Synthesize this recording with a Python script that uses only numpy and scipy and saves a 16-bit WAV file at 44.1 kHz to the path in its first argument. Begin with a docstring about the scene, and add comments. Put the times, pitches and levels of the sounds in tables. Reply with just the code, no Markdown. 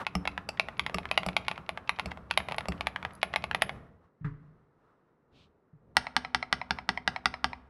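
"""Typing on a damped mechanical keyboard

Fast typing on a keyboard that lies on a desk mat in a small quiet room. Each stroke is an impact that
excites the damped modes of plate, keycap and switch stem; its force also drives the low modes of the
desk, most strongly under the space bar. The forearms come down on the desk, all is still, and then one
finger taps backspace nine times."""
import sys
import numpy as np
from scipy import signal
from scipy.io import wavfile

SR = 44100
rng = np.random.default_rng(int(sys.argv[2]) if len(sys.argv) > 2 else 0)


def unload_wav(signal):
    """Save mono or channel-first audio to the path in sys.argv[1] as 16-bit WAV at rate SR, clipped to [-1, 1]."""
    wavfile.write(
        sys.argv[1],
        SR,
        np.round(np.clip(np.atleast_2d(signal).T, -1, 1) * 32767).astype(np.int16),
    )


N = 339129
RING_TIME = np.arange(SR // 2) / SR
FIRM_DB = -11.5   # reference force: that of a firm stroke

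# Modes of a keycap. Each row: multiple of the cap's pitch, level in dB, t60 in seconds.
CAP_MODES = [(1, -1.5, 0.0086), (1.17, 2, 0.0068), (1.45, -2.5, 0.0041), (1.72, -6.5, 0.006),
             (1.97, -18.5, 0.007)]
# Modes of a switch stem. Each row: frequency in Hz, level in dB, t60 in seconds.
STEM_MODES = [(4900, -11.5, 0.0088), (6700, -15, 0.0034), (10130, -1.5, .006), (10615, -5, 0.0099)]
# Letter keys landing. Each row: start in seconds, force in dB, pitch of the plate under the key in Hz.
KEY_PRESSES = [(.0671, -21, 1070), (0.2754, -20.5, 1020), (0.5968, -17.5, 800), (.795, -19.5, 1175),
               (0.8643, -23.5, 1045), (0.9845, -24.5, 845), (1.1133, -19.5, 776), (1.1766, -14, 790),
               (1.2871, -27, 820), (1.366, -17, 843), (1.4829, -18.5, 1080), (1.5139, -27, 853),
               (1.6922, -22.5, 820), (1.8936, -18, 1172), (1.9966, -20.5, 1060), (2.3109, -17.5, 1135),
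               (2.3753, -13, 795), (2.4864, -28.5, 745), (2.5219, -26, 905), (2.5832, -22.5, 830),
               (2.6077, -32, 1000), (2.809, -24, 840), (2.87, -19.5, 895), (3.2301, -15.5, 802),
               (3.3605, -17, 870), (3.4408, -22.5, 822), (3.5476, -19, 924), (3.621, -13.5, 802)]
# Letter keys springing back. Each row: start in seconds, force in dB.
KEY_RETURNS = [(.254, -30), (0.378, -26), (.686, -31.5), (.897, -33.5), (1.0552, -30), (1.233, -30.5),
               (1.5786, -34), (1.775, -31), (1.9883, -31), (2.117, -32), (2.174, -41.5), (2.4029, -30.5),
               (2.5126, -33), (2.545, -33), (2.6566, -36.5), (2.7215, -34.5), (2.961, -26.5),
               (3.0278, -35.5), (3.0506, -25), (3.3386, -24.5), (3.5125, -25), (3.694, -28.5)]
# The space bar landing under the thumb, and once springing back with almost no thump.
# Each row: start in seconds, force in dB, level of the desk thump in dB.
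SPACE_STROKES = [(0.1526, -30.5, -19.5), (0.4896, -32.5, -42.5), (0.9443, -30.5, -22), (1.2639, -29, -24.5),
                 (2.0587, -35, -27), (2.6851, -30, -19.5)]
# Backspace taps. Each row: start in seconds, force in dB, hold in seconds, force of the return in dB.
BACKSPACE_TAPS = [(5.9686, -19, 0.1, -27.5), (6.1656, -23, .0831, -27.5), (6.3473, -24.5, 0.08, -26),
                  (6.5275, -24, .0875, -31), (6.708, -27.5, .079, -29), (6.8909, -25.5, 0.084, -28.5),
                  (7.077, -25.5, 0.085, -25.5), (7.2574, -24.5, .0832, -28), (7.4436, -25.5, 0.088, -32)]


def from_db(db):
    """Amplitude grows tenfold for every 20 dB."""
    return 10 ** (np.asarray(db) / 20)


def at_hz(points, hz):
    """Interpolation of a curve on a logarithmic frequency axis."""
    points = np.array(points)
    return np.interp(np.log(hz), np.log(points[:, 0]), points[:, 1])


def cut(x, hz, kind):
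    """A maximally flat low-, high- or band-pass filter with skirts of 12 dB per octave."""
    sections = signal.butter(2, np.clip(hz, 10, SR * 9 / 20), kind, fs=SR, output="sos")
    return signal.sosfilt(sections, x)


def add(track, start_s, sound):
    """Superposition: a sound adds to the track from its start on."""
    start = max(round(start_s * SR), 0)
    track[start:start + len(sound)] += sound[:N - start]


def decay(t, t60):
    """Exponential damping: the level falls 60 dB in t60 seconds."""
    return np.exp(-np.log(1000) * t / t60)


def noise_bands(size):
    """Half-octave bands of noise as (centre in Hz, samples); neighbours are uncorrelated."""
    edges = 22 * 2 ** (np.arange(20) / 2)
    white = rng.standard_normal((2, size))
    return [(np.sqrt(low * high), cut(white[k % 2], [low, high], "band"))
            for k, (low, high) in enumerate(zip(edges, edges[1:]))]


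def coloured_noise(spectrum):
    """Weighted bands sum to stationary noise of the given spectrum and unit rms."""
    noise = sum(from_db(at_hz(spectrum, hz)) * band for hz, band in noise_bands(N))
    return noise / noise.std()


def wavering(depth_db, per_s):
    """Random amplitude modulation: a gain that wanders about 1."""
    steps = rng.standard_normal(2000)
    return from_db(depth_db * np.interp(np.arange(N) / SR * per_s, np.arange(len(steps)), steps))


def ring(modes, pitch=1, spread_db=1, size=4000):
    """Free vibration is a sum of damped modes; each blow shares its force among them differently."""
    hz, db, t60 = np.array(modes, float).T[:, :, None]
    t = RING_TIME[:size]
    strength = from_db(db + spread_db * rng.standard_normal(db.shape))
    return np.sum(strength * decay(t, t60) * np.sin(2 * np.pi * hz * pitch * t), axis=0)


def thump(modes, push_s):
    """Gradual excitation: heavy modes swell while flesh presses on, then ring out."""
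    return ring(modes, spread_db=2.5, size=len(RING_TIME)) * (1 - np.exp(-RING_TIME / push_s))


def contact(x, hardness_hz):
    """A contact of finite duration spreads the blow and so acts as a low-pass, 3 dB down at hardness_hz."""
    t = np.arange(-24, 25) / SR
    force = np.exp(-2 * (np.pi * hardness_hz * t) ** 2 / np.log(2))
    return np.convolve(x, force / force.sum(), "same")


def rattle(x, level_db, span_s, bounces=5):
    """Inelastic bounces of a loose part repeat the blow, on average ever more weakly."""
    fractions = rng.uniform(.15, 1, bounces)
    gains = from_db(level_db) * rng.standard_normal(bounces) * (1 - fractions)
    out = x.copy()
    for fraction, gain in zip(fractions, gains):
        lag = 1 + int(fraction * span_s * SR)
        out[lag:] += gain * x[:-lag]
    return out


def room_tone(level_db=-70):
    """The background of a quiet room is stationary noise, weighted to low frequencies."""
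    # Each row: frequency in Hz, relative spectral density in dB.
    spectrum = [(25, -10.5), (60, -9), (130, 0.5), (250, -2), (450, -0.5), (700, -13), (1000, -8),
                (1600, -17), (2400, -39.5), (4000, -40), (16000, -52.5)]
    return from_db(level_db) * coloured_noise(spectrum)


def hands(lead_s=.02, swell_s=0.038):
    """Fingers rock the case (rumble) and rub the caps (rustle); incoherent noises add in power."""
    # Spectra of the two noises. Each row: frequency in Hz, relative spectral density in dB.
    rumble_spectrum = [(25, -9), (48, -9), (68, 4.5), (90, -2), (180, 2.5), (300, -13.5), (450, -8),
                       (700, -16.5), (1500, -61)]
    rustle_spectrum = [(300, -10), (700, 5), (1300, 8.5), (2300, -15.5), (4000, -18), (7000, -33.5),
                       (10500, -28), (15000, -47)]
    # The fading tail of a keystroke at the very start; then hands leaving the keys, settling on the mat
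    # and reaching back. Each row: middle in seconds, length in seconds, rumble in dB, rustle in dB.
    swells = [(-0.011, 0.14, -37, -36), (3.633, 0.95, -49, -69.5), (4.035, 0.23, -67.5, -73),
              (4.458, 0.61, -65.5, -75), (4.856, 0.87, -79, -74), (5.405, 0.43, -63.5, -77.5),
              (5.891, 0.26, -59.5, -83)]
    finger_power, t = np.zeros(N), np.arange(N) / SR
    stroke_swell = RING_TIME / swell_s * np.exp(1 - RING_TIME / swell_s)
    for start_s, *_ in KEY_PRESSES + KEY_RETURNS + SPACE_STROKES + BACKSPACE_TAPS:
        add(finger_power, start_s - lead_s, stroke_swell)
    rumble = from_db(-53.5) * np.sqrt(finger_power)
    rustle = from_db(-57.5) * np.sqrt(finger_power)
    for middle_s, length_s, rumble_db, rustle_db in swells:
        swell = np.cos(np.pi * np.clip((t - middle_s) / length_s, -.5, .5)) ** 2
        rumble = np.hypot(rumble, from_db(rumble_db) * swell)
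        rustle = np.hypot(rustle, from_db(rustle_db) * swell)
    rumble *= wavering(depth_db=1.5, per_s=25) * coloured_noise(rumble_spectrum)
    rustle *= wavering(depth_db=2.5, per_s=22) * coloured_noise(rustle_spectrum)
    return rumble + rustle


def touches(cap_hz=2157, travel_s=.014, touch_db=-27.5):
    """Light impacts: a finger meets the loose cap before the key lands; at times a stem ticks alone."""
    # Half-pressed switches letting go. Each row: start in seconds, level in dB.
    stem_ticks = [(.779, -52), (2.564, -46), (3.135, -47.5), (3.152, -41.5)]
    out = np.zeros(N)
    for landing_s, force_db, _ in KEY_PRESSES:
        tick = contact(ring(CAP_MODES, cap_hz * rng.uniform(0.92, 1.25)), hardness_hz=4500)
        start_s = landing_s - travel_s * rng.uniform(.5, 2.7)
        add(out, start_s, from_db(force_db + touch_db) * rattle(tick, level_db=-0.5, span_s=0.0059))
    for start_s, db in stem_ticks:
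        add(out, start_s, from_db(db) * rattle(ring(STEM_MODES), level_db=-1, span_s=0.0043))
    return out


def key_stroke(force_db, plate_hz, cap_hz, snap_db=0):
    """One impact excites plate, cap and stem; each grows with the force by its own power law."""
    # Each row: multiple of the plate's pitch under the key, level in dB, t60 in seconds.
    plate_modes = [(.83, 4.5, 0.027), (1, 7.5, 0.019), (1.34, 2.5, 0.021), (1.76, -10, 0.034)]
    over_db = force_db - FIRM_DB
    stiffness_db = -9.5 * np.log2(plate_hz / 868)   # a stiffer spot rings higher and moves less
    plate_db = -20 + 0.75 * over_db + stiffness_db
    stem_db = -23.5 + 1.35 * over_db + snap_db   # the snap grows faster than the force
    # A gentle blow squashes the pad less, lasts longer and sounds duller.
    firmness = from_db(0.22 * min(over_db + 6.5, 0))
    own_cap_hz = cap_hz * (1 + .045 * rng.standard_normal())
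    plate = from_db(plate_db) * contact(ring(plate_modes, plate_hz), hardness_hz=2400)
    cap = from_db(force_db) * contact(ring(CAP_MODES, own_cap_hz), hardness_hz=4200 * firmness)
    stem = from_db(stem_db) * contact(ring(STEM_MODES, spread_db=4.5), hardness_hz=11400)
    return plate + rattle(cap + stem, level_db=-2.0, span_s=.0035)


def letter_keys(return_plate_hz=890, plate_spread=0.21):
    """A key strikes at both ends of its travel; on the return the cap rings lower, the stem snaps less."""
    out = np.zeros(N)
    for start_s, force_db, plate_hz in KEY_PRESSES:
        add(out, start_s, key_stroke(force_db, plate_hz, cap_hz=2157))
    for start_s, force_db in KEY_RETURNS:
        plate_hz = return_plate_hz * (1 + plate_spread * rng.standard_normal())
        add(out, start_s, key_stroke(force_db, plate_hz, cap_hz=1770, snap_db=-12.5))
    return out


def desk(follow_through_s=.016):
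    """Structure-borne sound: the force of each press passes through case and mat into the desk."""
    # Desk modes under the keyboard's middle and under its corner.
    # Each row: frequency in Hz, level in dB, t60 in seconds.
    middle_modes = [(69, -8.5, 0.2), (114, -9, 0.087), (183, -1, 0.12), (287, -25, 0.53), (382, -15, 0.094),
                    (449.4, -14.5, 0.11)]
    corner_modes = [(68.4, -6.5, 0.33), (129, -8.5, 0.17), (195, 5, 0.062), (246, -4.5, 0.16),
                    (336, -14.5, .15), (405, -13, 0.11)]
    out = np.zeros(N)
    for click_s, force_db, _ in KEY_PRESSES:   # the finger's weight arrives after the click
        weight = from_db(-31 + .5 * (force_db - FIRM_DB))
        add(out, click_s + follow_through_s, weight * thump(middle_modes, push_s=0.025))
    for start_s, _, thump_db in SPACE_STROKES:
        add(out, start_s, from_db(thump_db + 1) * thump(middle_modes, push_s=0.0085))
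    for start_s, *_ in BACKSPACE_TAPS:
        add(out, start_s, from_db(-34.5) * thump(corner_modes, push_s=0.002))
    return out


def wide_key(strokes, modes, pad_hz, wire_db, wire_s, spread_db=.5):
    """A stabilised key rings in the same modes each time; soft contact dulls it and its wire chatters."""
    out = np.zeros(N)
    for start_s, force_db, hardness_hz in strokes:
        padded = contact(ring(modes, spread_db=spread_db), pad_hz)
        blow = cut(padded, hardness_hz, "low")
        add(out, start_s, from_db(force_db) * rattle(blow, wire_db, wire_s))
    return out


def space_bar(hardness_hz=13000):
    """The impact of the long bar excites its modes and sets its wire bouncing."""
    # Each row: frequency in Hz, level in dB, t60 in seconds.
    bar_modes = [(445, 0.5, 0.024), (654, 9, .018), (770, -0.5, 0.031), (1220, -0.5, 0.024),
                 (2280, 7.5, 0.0035), (2600, -2, 0.0097), (3530, -11, .008), (4600, 0.5, 0.0062),
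                 (5320, -2.5, 0.014), (7560, -3.5, 0.0057), (10000, 1, 0.0026)]
    strokes = [(start_s, force_db, hardness_hz) for start_s, force_db, _ in SPACE_STROKES]
    return wide_key(strokes, bar_modes, pad_hz=10000, wire_db=-1, wire_s=.006, spread_db=2.5)


def fingertips(count=16):
    """Mechanical play: caps nudged during the typing rattle on their stems without going down."""
    out = np.zeros(N)
    typing_end_s = KEY_RETURNS[-1][0]
    for moment, force, pitch in rng.random((count, 3)):
        tick = contact(ring(CAP_MODES, 1700 + 1100 * pitch), hardness_hz=4480)
        wobble = rattle(tick, level_db=0.0, span_s=0.0074)
        add(out, moment * typing_end_s, from_db(-48 + 2.7 * force) * wobble)
    return out


def forearms(skid_s=0.022, settle_s=0.095, settle_db=-16):
    """A soft, heavy impact drives the desk's low modes; skin makes friction noise as it skids to rest."""
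    # Arms and wrists landing. Each row: start in seconds, thump in dB, brushing in dB.
    landings = [(4.21, -45, -70), (4.245, -30.5, -42.5), (5.73, -57, -84)]
    # Modes of the desk edge. Each row: frequency in Hz, level in dB, t60 in seconds.
    edge_modes = [(33.3, -8, 0.5), (119.6, 7.5, 0.16), (150.8, 12.5, 0.13), (284, -12, 0.3),
                  (425, -23, 0.5)]
    # Skin brushing the edge. Each row: frequency in Hz, relative spectral density in dB.
    brush_spectrum = [(300, -2.5), (850, -14.5), (1450, 11), (2000, -15.5), (2800, -30), (5000, -53),
                      (9000, -56), (15000, -69)]
    thumps, friction = np.zeros(N), np.zeros(N)
    skid = np.exp(-RING_TIME / skid_s) + from_db(settle_db) * np.exp(-RING_TIME / settle_s)
    onset = 1 - np.exp(-RING_TIME / 0.00076)
    for start_s, thump_db, brush_db in landings:
        add(thumps, start_s, from_db(thump_db) * thump(edge_modes, push_s=0.012))
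        add(friction, start_s, from_db(brush_db) * skid * onset)
    return thumps + friction * coloured_noise(brush_spectrum)


def hand_lift(start_s=5.3, length_s=0.2, level_db=-66):
    """Sliding friction makes a faint band of noise as the right hand leaves the mat."""
    swell = np.sin(np.pi * np.clip((np.arange(N) / SR - start_s) / length_s, 0, 1)) ** 2
    swish = cut(rng.standard_normal(N), [2400, 4200], "band")
    return from_db(level_db) * swell * wavering(depth_db=1.5, per_s=150) * swish / swish.std()


def backspace():
    """Each tap makes two impacts: the key lands, is held a moment and springs back."""
    # Modes on landing and on return. Each row: frequency in Hz, level in dB, t60 in seconds.
    landing_modes = [(777, 7, 0.04), (907, 11.5, 0.019), (1216, 6.5, 0.019), (1410, 3, 0.021),
                     (1630, 6, 0.018), (1975, 8, 0.018), (2260, 1.5, 0.01), (2990, 13, 0.0031),
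                     (3476, -2.5, 0.014), (3774, 3.5, 0.0068), (4270, 0.5, .011), (4570, 7.5, 0.0056),
                     (4840, -6, 0.014), (5290, 5.5, 0.01), (8550, 9.5, 0.0042), (9760, 1.5, 0.0092)]
    return_modes = [(736, 5.5, 0.032), (938, 6.5, 0.021), (1297, -14, 0.066), (2034, 6.5, 0.007),
                    (2220, -9.5, 0.005), (3130, -16, 0.022), (4020, -2.5, 0.0067), (5150, -8.5, 0.025),
                    (8600, -6, 0.016)]

    def hardness_hz(force_db, usual_db=-21.5):
        """Bandwidth follows a power of the force: firmer blows are brighter."""
        return 7200 * from_db(0.57 * (force_db - usual_db))

    landings = [(start_s, db, hardness_hz(db)) for start_s, db, _, _ in BACKSPACE_TAPS]
    returns = [(start_s + held_s, db, hardness_hz(db)) for start_s, _, held_s, db in BACKSPACE_TAPS]
    down = wide_key(landings, landing_modes, pad_hz=6330, wire_db=-7.5, wire_s=0.00297)
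    up = wide_key(returns, return_modes, pad_hz=3970, wire_db=-6, wire_s=0.00402)
    return down + up


def case_foam(x, edge_hz=11500, leak_db=-11):
    """Absorption: the foam in the case soaks up nearly everything above the snap of the stems."""
    damped = signal.sosfilt(signal.cheby1(6, 1, edge_hz, fs=SR, output="sos"), x)
    return damped + from_db(leak_db) * cut(x, edge_hz, "low")


def nearby_scatter(x, level_db, t60, delay_s):
    """Early reflections: hands, desk and the things on it throw back a short spray of echoes."""
    t = RING_TIME[:4000]
    onset = 1 - np.exp(-(t / delay_s) ** 4)
    spray = rng.standard_normal(len(t)) * decay(t, t60) * onset
    return from_db(level_db) * signal.fftconvolve(x, spray / np.linalg.norm(spray))[:N]


def room(x, level_db, build_s):
    """Reverberation: a diffuse field builds up quickly and dies away sooner in the treble."""
    # Each row: frequency in Hz, relative spectral density at the start of the tail in dB.
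    tail_spectrum = [(100, 3.5), (400, 3), (900, -9), (2000, -6.5), (4000, -9), (8000, -4.5), (15000, -3.5)]
    # Each row: frequency in Hz, t60 in seconds.
    decay_times = [(100, 0.77), (1000, 0.65), (4000, .35), (12000, 0.3)]
    tail = sum(from_db(at_hz(tail_spectrum, hz)) * band * decay(RING_TIME, at_hz(decay_times, hz))
               for hz, band in noise_bands(len(RING_TIME)))
    tail *= 1 - np.exp(-(RING_TIME / build_s) ** 2)
    return from_db(level_db) * signal.fftconvolve(x, tail / np.linalg.norm(tail))[:N]


def scene():
    """The direct sound of keyboard, desk and hands superposes with reflections and the room tone."""
    typing = letter_keys() + touches() + fingertips() + space_bar()
    # Small parts radiate little bass, least of all at the stiff corner of the case.
    corner_taps = cut(backspace(), 975, "high")
    clacks = case_foam(cut(typing + corner_taps, 960, "high"))
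    clacks += nearby_scatter(clacks, level_db=-14.5, t60=0.073, delay_s=0.0037)
    direct = clacks + desk() + forearms() + hand_lift()
    background = room_tone()
    reverberation = room(direct, level_db=-19.5, build_s=0.00368)
    return (direct + reverberation + hands() + background)[None]


def record(dry, ceiling=.8, cutoff_hz=16200):
    """Soft saturation in the microphone rounds the hardest peaks; a steep low-pass limits the band."""
    rounded = ceiling * np.tanh(dry / ceiling)
    return signal.sosfilt(signal.ellip(10, .1, 80, cutoff_hz, fs=SR, output="sos"), rounded)


dry = scene()
out = record(dry)
unload_wav(out)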